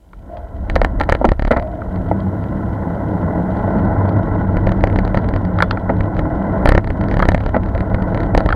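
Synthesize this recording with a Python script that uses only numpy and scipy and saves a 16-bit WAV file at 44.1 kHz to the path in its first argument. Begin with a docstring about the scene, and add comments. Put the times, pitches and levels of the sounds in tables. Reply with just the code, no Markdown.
"""A camera on a road bike rocks on its mount and slaps its stop, in bouts about 36 times a second.
Bumps knock the frame, chain and fittings clack, loose parts tick in the case.
Asphalt grain shakes the frame into a rumble, roar and drone; wind buffets the case.
The hardest blows overload the microphone."""
import sys
import numpy as np
from scipy import signal
from scipy.fft import rfft, irfft, next_fast_len
from scipy.io import wavfile
from scipy.ndimage import uniform_filter1d, minimum_filter1d, map_coordinates

SR = 44100
rng = np.random.default_rng(int(sys.argv[2]) if len(sys.argv) > 2 else 0)


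def pcm_store(signal):
    """Save signal as 16-bit PCM."""
    levels = np.round(np.clip(np.atleast_2d(signal), -1, 1) * 32767)
    wavfile.write(sys.argv[1], SR, levels.astype(np.int16).T)


N = 377055
TIME_S = np.arange(N) / SR

# spectral shapes: f/Hz, relative density/dB
BUFFET_SPECTRUM = [(8, -35.5), (22, -16.5), (35, -0.5), (48, -3.5), (70, -2.5), (110, -20.5), (300, -58),
                   (1000, -110)]
HISS_SPECTRUM = [(1000, -6), (3000, -0.5), (5000, 2.5), (7000, 3), (12000, 1.5), (15000, 0), (17000, -13.5)]
RUMBLE_SPECTRUM = [(30, -28), (60, -2), (80, -1), (130, -5), (220, -9), (265, -3.5), (340, -9),
                   (400, -17.5), (800, -39.5), (2500, -110)]
ROAR_SPECTRUM = [(200, -25.5), (420, -3.5), (560, 1.5), (780, -4), (1050, -4.5), (1200, -20.5), (1550, -15),
                 (1750, -20.5), (2050, -22.5), (2350, -41.5), (2700, -48.5), (3000, -56), (5100, -54),
                 (5800, -62.5)]
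RATTLE_SPECTRUM = [(700, -21), (1700, -0.5), (2200, 7), (2600, 0.5), (3200, 4), (4600, -6), (5400, -12),
                   (8000, -31.5), (16000, -37)]
CASE_SPECTRUM = [(100, -13.5), (400, -5.5), (520, 3.5), (900, -2.5), (1150, -11.5), (2100, -15),
                 (2600, -28.5), (4600, -31), (5400, -45.5), (7500, -47), (9200, -50.5), (11000, -45.5),
                 (12500, -56.5), (16000, -67)]
SING_SPECTRUM = [(300, -35.5), (550, 3.5), (800, -5), (1200, -26), (2000, -25), (3000, -53.5)]
# resonances: f/Hz, width/Hz, boost/dB
FRAME_MODES = [(100.6, 18, 8), (188.6, 60, 11), (308.9, 13, 8.5), (342, 12, 8), (435, 34, 5.5),
               (661.5, 74, 7), (835, 50, 5), (1002, 30, 2.5), (1343, 130, 10.5), (1473, 90, 7.5),
               (1964, 110, 9)]
CASE_MODES = [(275, 160, 11), (590, 250, 6), (770, 54, 3.8), (937, 42, 3.3), (1348, 42, 6), (1806, 180, 6),
              (3030, 210, 5.5), (3940, 170, 5.7), (6060, 1100, 7)]
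METAL_MODES = [(1340, 430, 13), (1770, 110, 7.9), (3240, 74, 8.9), (4270, 600, 1.8)]
SING_MODES = [(634, 34, 16), (691, 41, 15)]
# thud, clack, snap and sparkle bands: low/Hz, high/Hz
BANDS = [(230, 1100), (1150, 2400), (2600, 5100), (5900, 17000)]

# wind on the case: t/s, level/dB
WIND_LEVELS = [(0, -52.5), (.18, -34.5), (.31, -36.5), (.5, -22.5), (.9, -20.5), (1.3, -19), (1.65, -26.5),
               (2.05, -22.5), (2.3, -30), (3.15, -34), (3.9, -25), (4.2, -29), (4.88, -21), (6.0, -27.5),
               (6.5, -28.5), (7.25, -23.5), (8.1, -20), (8.4, -25), (8.55, -14)]
# shaking by the asphalt: t/s, frame rumble/dB, tyre roar/dB
ROAD_LEVELS = [(0, -55, -63), (.33, -41.5, -40), (.6, -32, -40.5), (.73, -26.5, -32), (1.2, -27, -32.5),
               (1.43, -45, -47.5), (1.6, -32, -37), (1.95, -21.5, -32), (2.4, -22, -30), (3.1, -21, -26.5),
               (3.9, -17.5, -21.5), (4.8, -19.5, -27), (6.1, -21.5, -27.5), (6.65, -18, -22),
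               (6.82, -25.5, -34.5), (7.05, -19, -25.5), (7.42, -28.5, -32), (8.1, -20.5, -24),
               (8.55, -24, -27.5)]
# lowest frame mode: t/s, level/dB
BOOM_LEVELS = [(1.7, -37), (1.97, -24), (2.3, -25), (2.55, -36), (3.7, -36), (3.87, -17.5), (4.55, -19.5),
               (5.2, -23), (6, -22), (6.35, -35), (6.95, -22.5), (7.9, -25.5), (8.55, -21)]
# frame sings near 650 Hz: t/s, level/dB
SINGS = [(.28, -33), (1.569, -25.5)]
# chain and fitting strikes, nominal levels: t/s, clack/dB, snap/dB
CLACKS = [(0.132, -42.0, -66), (0.37, -42, -53), (1.818, -29.5, -66), (1.959, -43, -52.0),
          (2.203, -50, -51), (2.439, -40, -55), (4.091, -38, -51), (5.587, -21, -39.5), (5.603, -15, -43),
          (5.623, -9.5, -26.5), (5.709, -17.5, -29.5), (5.772, -25.5, -56), (6.673, -20, -37),
          (7.2, -18, -45), (7.2247, -13.5, -39), (8.489, -19.5, -38.5), (8.504, -21, -45),
          (8.525, -13.5, -37)]
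# bumps, nominal levels: t/s, length/s, thud/dB, clack/dB
BUMPS = [(1.007, 0.0033, -13.5, -24), (1.213, 0.011, -13, -53), (1.2445, 0.0069, -2.5, -21.5),
         (1.508, 0.015, -8, -14.5), (1.531, 0.015, -15, -23.5), (1.564, 0.018, -14.5, -19.5),
         (1.582, 0.016, -21.5, -38), (2.114, 0.0029, -11, -30), (5.893, 0.015, -10.5, -20.5),
         (7.543, 0.02, -13, -19.5), (7.565, 0.0035, -10, -21.5)]
# rough patches with stray taps: start/s, end/s
ROUGH_SPANS = [(.7, 1.65), (4.55, 5.5), (6.85, 7.6)]
# single slaps on the stop, nominal levels: t/s, thud/dB, clack/dB, snap/dB, swing/dB
SLAPS = [(.6987, -38, -25, -37, -16), (.7561, -35, -26, -33, -19), (.7613, -8, -17, -37, -10),
         (.8159, -10, -19, -35.5, -15), (.8467, -16.5, -17, -33.5, -9), (.9993, -35, -26.5, -37.5, -23),
         (1.0121, -33, -19.5, -33, -13), (1.0357, -31, -30.5, -42.5, -20), (1.0905, -13, -20.5, -41, -18),
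         (1.0967, -16.5, -19, -33.5, -14), (1.1233, -12.5, -15, -30, -6),
         (1.1499, -18.5, -24.5, -36.5, -14), (1.2534, -20, -25, -33.5, -15), (1.2896, -26, -24, -38, -7),
         (1.318, -14.5, -24, -38.5, -4), (1.5138, -9.5, -31, -33.5, -16), (1.5219, -21, -24.5, -39, -12),
         (4.5695, -23, -29, -43, -6.5), (4.6708, -14.5, -28, -44, -9), (4.8385, -10.5, -20, -36.5, -17),
         (5.145, -15, -26, -42, -16), (5.1732, -24.5, -21.5, -40.5, -5), (5.2882, -32, -31, -44.5, -15),
         (6.0072, -32, -28.5, -45, -9), (6.6571, -8.5, -14.5, -30.5, -4.5), (6.6904, -7.5, -9.5, -23.5, 2),
         (6.7204, -15, -15, -35.5, -3), (6.7502, -9.5, -17.5, -36.5, -3), (6.7779, -10, -15.5, -38, -2.5),
         (7.2878, -10.5, -14.5, -30, -1), (7.3183, -19, -26, -40, -12), (7.3464, -14, -21, -36, -3.5),
         (7.9453, -25, -28, -43, -8), (8.023, -42, -33, -47, -11), (8.3488, -11.5, -19, -36, -9.5),
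         (8.3768, -8.5, -16.5, -27, -1), (8.4047, -22, -26, -41.5, -12.5), (8.4602, -18.5, -27, -41, -6)]
# steady rocking: start/s, end/s, first level/dB, last level/dB
BOUTS = [(1.395, 1.4774, -28, -28), (1.5702, 1.6248, -29, -37), (4.6922, 4.7191, -30, -27),
         (4.872, 4.927, -30, -37), (4.9597, 4.988, -27, -25), (5.0501, 5.0768, -29, -32),
         (7.6337, 7.6875, -36, -39), (5.338, 5.3619, -30, -28), (6.1667, 6.1922, -34, -27),
         (6.844, 6.9034, -34, -30), (7.0117, 7.0385, -31, -34), (7.085, 7.169, -32, -26),
         (7.1934, 7.2538, -24, -24), (7.3782, 7.437, -31, -37), (7.4622, 7.4916, -27, -33),
         (7.7498, 7.8061, -33, -30), (8.146, 8.2325, -29, -31)]
# offsets from the bout level: thud/dB, clack/dB, snap/dB, swing/dB
BOUT_OFFSETS = [4, -.5, -15, 17]

COARSE_START_S, COARSE_END_S, COARSE_FADE_S = 1.7, 3.9, 0.28


def amp(db):
    """Decibels to gain."""
    return 10 ** (np.asarray(db) / 20)


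def unit(x):
    """Scale to rms 1."""
    return x / np.sqrt(np.mean(x ** 2) + 1e-20)


def curves(rows):
    """Per-sample curve for each column after the time."""
    times_s, *columns = np.transpose(rows)
    return [np.interp(TIME_S, times_s, column) for column in columns]


def wobble(knots_per_s):
    """Smooth random curve."""
    knots = rng.standard_normal(int(N * knots_per_s / SR) + 4)
    return map_coordinates(knots, [TIME_S * knots_per_s])


def colour(size, spectrum, modes=()):
    """Gain on an FFT grid: broad spectrum plus resonant humps."""
    hz = np.fft.rfftfreq(size, 1 / SR)
    knots_hz, knots_db = np.transpose(spectrum)
    humps_db = sum(db / (1 + (2 * (hz - centre) / width) ** 2) for centre, width, db in modes)
    return amp(np.interp(np.log(hz + 1), np.log(knots_hz), knots_db) + humps_db)


def noise(spectrum, modes=(), grit=1):
    """Coloured noise, rms 1; grit modulates the force ahead of the resonances."""
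    size = next_fast_len(N + SR // 4)
    force = grit * rng.standard_normal(N)
    return unit(irfft(rfft(force, size) * colour(size, spectrum, modes), size)[:N])


def body_response(spectrum, modes, size=4096):
    """Causal impulse response of a body, split into BANDS."""
    cepstrum = irfft(np.log(colour(size, spectrum, modes) + 1e-6))
    response = irfft(np.exp(rfft(2 * cepstrum[:size // 2], size)))
    filters = [signal.butter(3, band, "bandpass", fs=SR, output="sos") for band in BANDS]
    return [signal.sosfilt(sos, response) for sos in filters]


def strike(body, levels_db, length_s, tail_db, tail_s, size=4096):
    """Contact chatter and its fading buzz ring each band; levels are energy as rms over 10 ms."""
    t = np.arange(size) / SR
    envelope = np.exp(-(t / length_s) ** 2) + amp(tail_db) * np.exp(-t / tail_s)
    force = rng.standard_normal(size) * envelope
    parts = [signal.fftconvolve(force, band)[:size] for band in body]
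    return sum(amp(db) * p * np.sqrt(SR / 100 / np.sum(p ** 2)) for p, db in zip(parts, levels_db))


def damped_sine(hz, decay_s, size=SR // 5):
    """One mode ringing down."""
    t = np.arange(size) / SR
    return np.sin(2 * np.pi * hz * t) * np.exp(-t / decay_s)


def sparkle_db(snap_db):
    """Harder contacts are shorter, so the top band grows faster than the snap."""
    return 1.374 * snap_db - 1


def add(track, at_s, sound):
    """Mix a sound into the track."""
    part = track[max(round(at_s * SR), 0):][:len(sound)]
    part += sound[:len(part)]


def scatter(spans, per_s):
    """Random events within the spans: t/s, level offset/dB."""
    draws = rng.random((200, 2))[:round(per_s * N / SR)]
    events = [(N / SR * when, 6 * (size - .5)) for when, size in draws]
    return [(s, db) for s, db in events if any(start < s < end for start, end in spans)]


def coarseness():
    """1 on the coarse asphalt, 0 off it."""
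    inside_s = np.minimum(TIME_S - COARSE_START_S, COARSE_END_S - TIME_S)
    return np.clip(inside_s / COARSE_FADE_S, 0, 1)


def wind(hiss_db=-71, coarse_boost_db=3.5):
    """Eddies thump the case over a thin hiss that rises on coarse asphalt."""
    buffet = amp(curves(WIND_LEVELS)[0] + 1.3 * wobble(7.4)) * noise(BUFFET_SPECTRUM)
    hiss = amp(hiss_db + coarse_boost_db * coarseness()) * noise(HISS_SPECTRUM)
    return buffet + hiss


def drone(hz, wander, knots_per_s, flutter_db):
    """A mode kept ringing by random pushes; pitch and strength waver."""
    phase = 2 * np.pi * np.cumsum(hz * (1 + wander * wobble(knots_per_s))) / SR
    return unit(amp(flutter_db * wobble(knots_per_s)) * np.sin(phase))


def frame_song(attack_s=0.055, fade_db_per_s=52.5):
    """The frame sings briefly as the tyres roll on."""
    swell = np.zeros(N)
    for at_s, db in SINGS:
        attack = np.clip((TIME_S - at_s) / attack_s, 0, 1)
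        fade_db = fade_db_per_s * np.maximum(TIME_S - at_s - attack_s, 0)
        swell += attack * amp(db - fade_db)
    return swell * noise(SING_SPECTRUM, SING_MODES)


def road(rumble_db, roar_db):
    """Asphalt grain shakes the frame; its two lowest modes drone from the coarse stretch onward."""
    onset = np.clip((TIME_S - COARSE_START_S) / COARSE_FADE_S, 0, 1)
    boom = amp(curves(BOOM_LEVELS)[0]) * drone(hz=100, wander=.036, knots_per_s=22, flutter_db=2.7)
    hum = amp(rumble_db - 5.5) * drone(hz=184, wander=.055, knots_per_s=26, flutter_db=3.6)
    rumble = amp(rumble_db + 1.2 * wobble(6.3)) * noise(RUMBLE_SPECTRUM, FRAME_MODES)
    roar = amp(roar_db) * noise(ROAR_SPECTRUM, FRAME_MODES, grit=amp(2.1 * wobble(130)))
    return onset * (boom + hum) + rumble + roar + frame_song()


def rattle(roar_db, count=1100, decay_s=0.0026):
    """Loose parts tick in the case, mostly faintly; on coarse asphalt they merge into a buzz."""
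    when, softness = rng.random((count, 2)).T
    ticks = np.bincount((when * N).astype(int), amp(-22 * np.sqrt(softness)), N)
    t = np.arange(SR // 40) / SR
    chatter = unit(signal.fftconvolve(ticks, np.exp(-t / decay_s))[:N])
    buzz_share = .45 + .15 * coarseness()
    grit = (1 - buzz_share) * chatter + buzz_share
    return amp(-48.5 + 0.43 * roar_db) * noise(RATTLE_SPECTRUM, CASE_MODES, grit)


def fittings():
    """Hard metal contacts: dry clack, thin ring. The chain also ticks faintly on coarse asphalt."""
    out, metal = np.zeros(N), body_response(CASE_SPECTRUM, METAL_MODES)
    ping = damped_sine(hz=3460, decay_s=0.025)
    ticks = [(s, db - 42.5, db - 59) for s, db in scatter([(COARSE_START_S, COARSE_END_S)], per_s=3)]
    for at_s, clack_db, snap_db in CLACKS + ticks:
        crack_db = 3.35 * clack_db - 9.5  # only the hardest blow cracks brightly
        top_db = max(sparkle_db(snap_db) - 18.5, crack_db)
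        levels_db = [clack_db - 5.5, clack_db + 0.53, snap_db + 2.8, top_db]
        add(out, at_s, strike(metal, levels_db, length_s=0.0029, tail_db=-16, tail_s=0.008))
        add(out, at_s, amp(1.4 * snap_db - 7.5) * ping)
    return out


def bumps():
    """The tyre cushions each bump: the frame takes a long, dull blow and thumps."""
    out, frame = np.zeros(N), body_response(CASE_SPECTRUM, FRAME_MODES)
    for at_s, length_s, thud_db, clack_db in BUMPS:
        levels_db = [thud_db, clack_db - .3, clack_db - 29.5]
        add(out, at_s - .001, strike(frame, levels_db, length_s, tail_db=-16, tail_s=0.016))
        thump = damped_sine(hz=275 * rng.uniform(0.835, 1.1), decay_s=0.016, size=SR // 8)
        add(out, at_s, amp(thud_db - 2.5) * thump)
    return out


def rocking(period_s=.028):
    """Single slaps, bouts of one slap per swing, and stray taps; columns as SLAPS."""
    slaps = list(SLAPS)
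    for start_s, end_s, first_db, last_db in BOUTS:
        count = round((end_s - start_s) / period_s) + 1
        bout = np.linspace((start_s, first_db), (end_s, last_db), count)
        slaps += [(s, *(db + np.array(BOUT_OFFSETS))) for s, db in bout]
    taps = [(s, db - 36.5, db - 36.5, db - 51, db - 19) for s, db in scatter(ROUGH_SPANS, per_s=6)]
    return slaps + taps


def camera_mount(swing_hz=19, reversal_s=0.00027):
    """The camera scrapes to its stop, hits, bounces, and grazes the far side half a swing later."""
    out, case = np.zeros(N), body_response(CASE_SPECTRUM, CASE_MODES)
    lag_s = np.arange(-SR // 10, SR // 10) / SR  # zero at impact
    reversal = -np.tanh(lag_s / reversal_s)
    swing = reversal * np.exp(-abs(lag_s) / .009) * np.cos(2 * np.pi * swing_hz * lag_s)
    case_ring = damped_sine(hz=3040, decay_s=.012)
    for at_s, thud_db, clack_db, snap_db, swing_db in rocking():
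        hit_db = np.array([thud_db, clack_db, snap_db, sparkle_db(snap_db)])
        scrape_s, bounce_s, graze_s = rng.uniform([.001, .001, .014], [.005, .00354, .017])
        scrape = strike(case, hit_db - [36, 17, 23, 8.2], length_s=.0062, tail_db=-15, tail_s=.003)
        hit = strike(case, hit_db, length_s=.00057, tail_db=-29.5, tail_s=.0043)
        bounce = strike(case, hit_db - [14, 8.7, 7.5, 18], length_s=.0022, tail_db=-25.5, tail_s=.016)
        graze = strike(case, hit_db - [26.4, 19.8, 22.4, 32], length_s=.0013, tail_db=-13, tail_s=.0059)
        add(out, at_s + lag_s[0], amp(swing_db - 1) * swing)
        add(out, at_s - scrape_s, scrape)
        add(out, at_s, hit)
        add(out, at_s, amp(snap_db - 19) * case_ring)
        add(out, at_s + bounce_s, bounce)
        add(out, at_s + graze_s, graze)
    return out


def scene():
    """All sources reach one microphone through the case; no room."""
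    rumble_db, roar_db = curves(ROAD_LEVELS)
    background = wind() + road(rumble_db, roar_db) + rattle(roar_db)
    return (background + bumps() + camera_mount() + fittings())[None]


def record(dry, ceiling=1.19, reaction_s=0.00082, cutoff_hz=16000):
    """Fast limiter, soft overload, then the camera's band limit."""
    window = round(reaction_s * SR)
    needed_gain = ceiling / np.maximum(np.abs(dry), ceiling)
    limited = dry * uniform_filter1d(minimum_filter1d(needed_gain, window), window)
    clipped = limited / (1 + np.abs(limited) ** 8) ** (1 / 8)
    size = next_fast_len(N + SR // 4)
    passband = np.fft.rfftfreq(size, 1 / SR) < cutoff_hz
    return irfft(rfft(clipped, size) * passband, size)[:, :N]


dry = scene()
out = record(dry)
pcm_store(out)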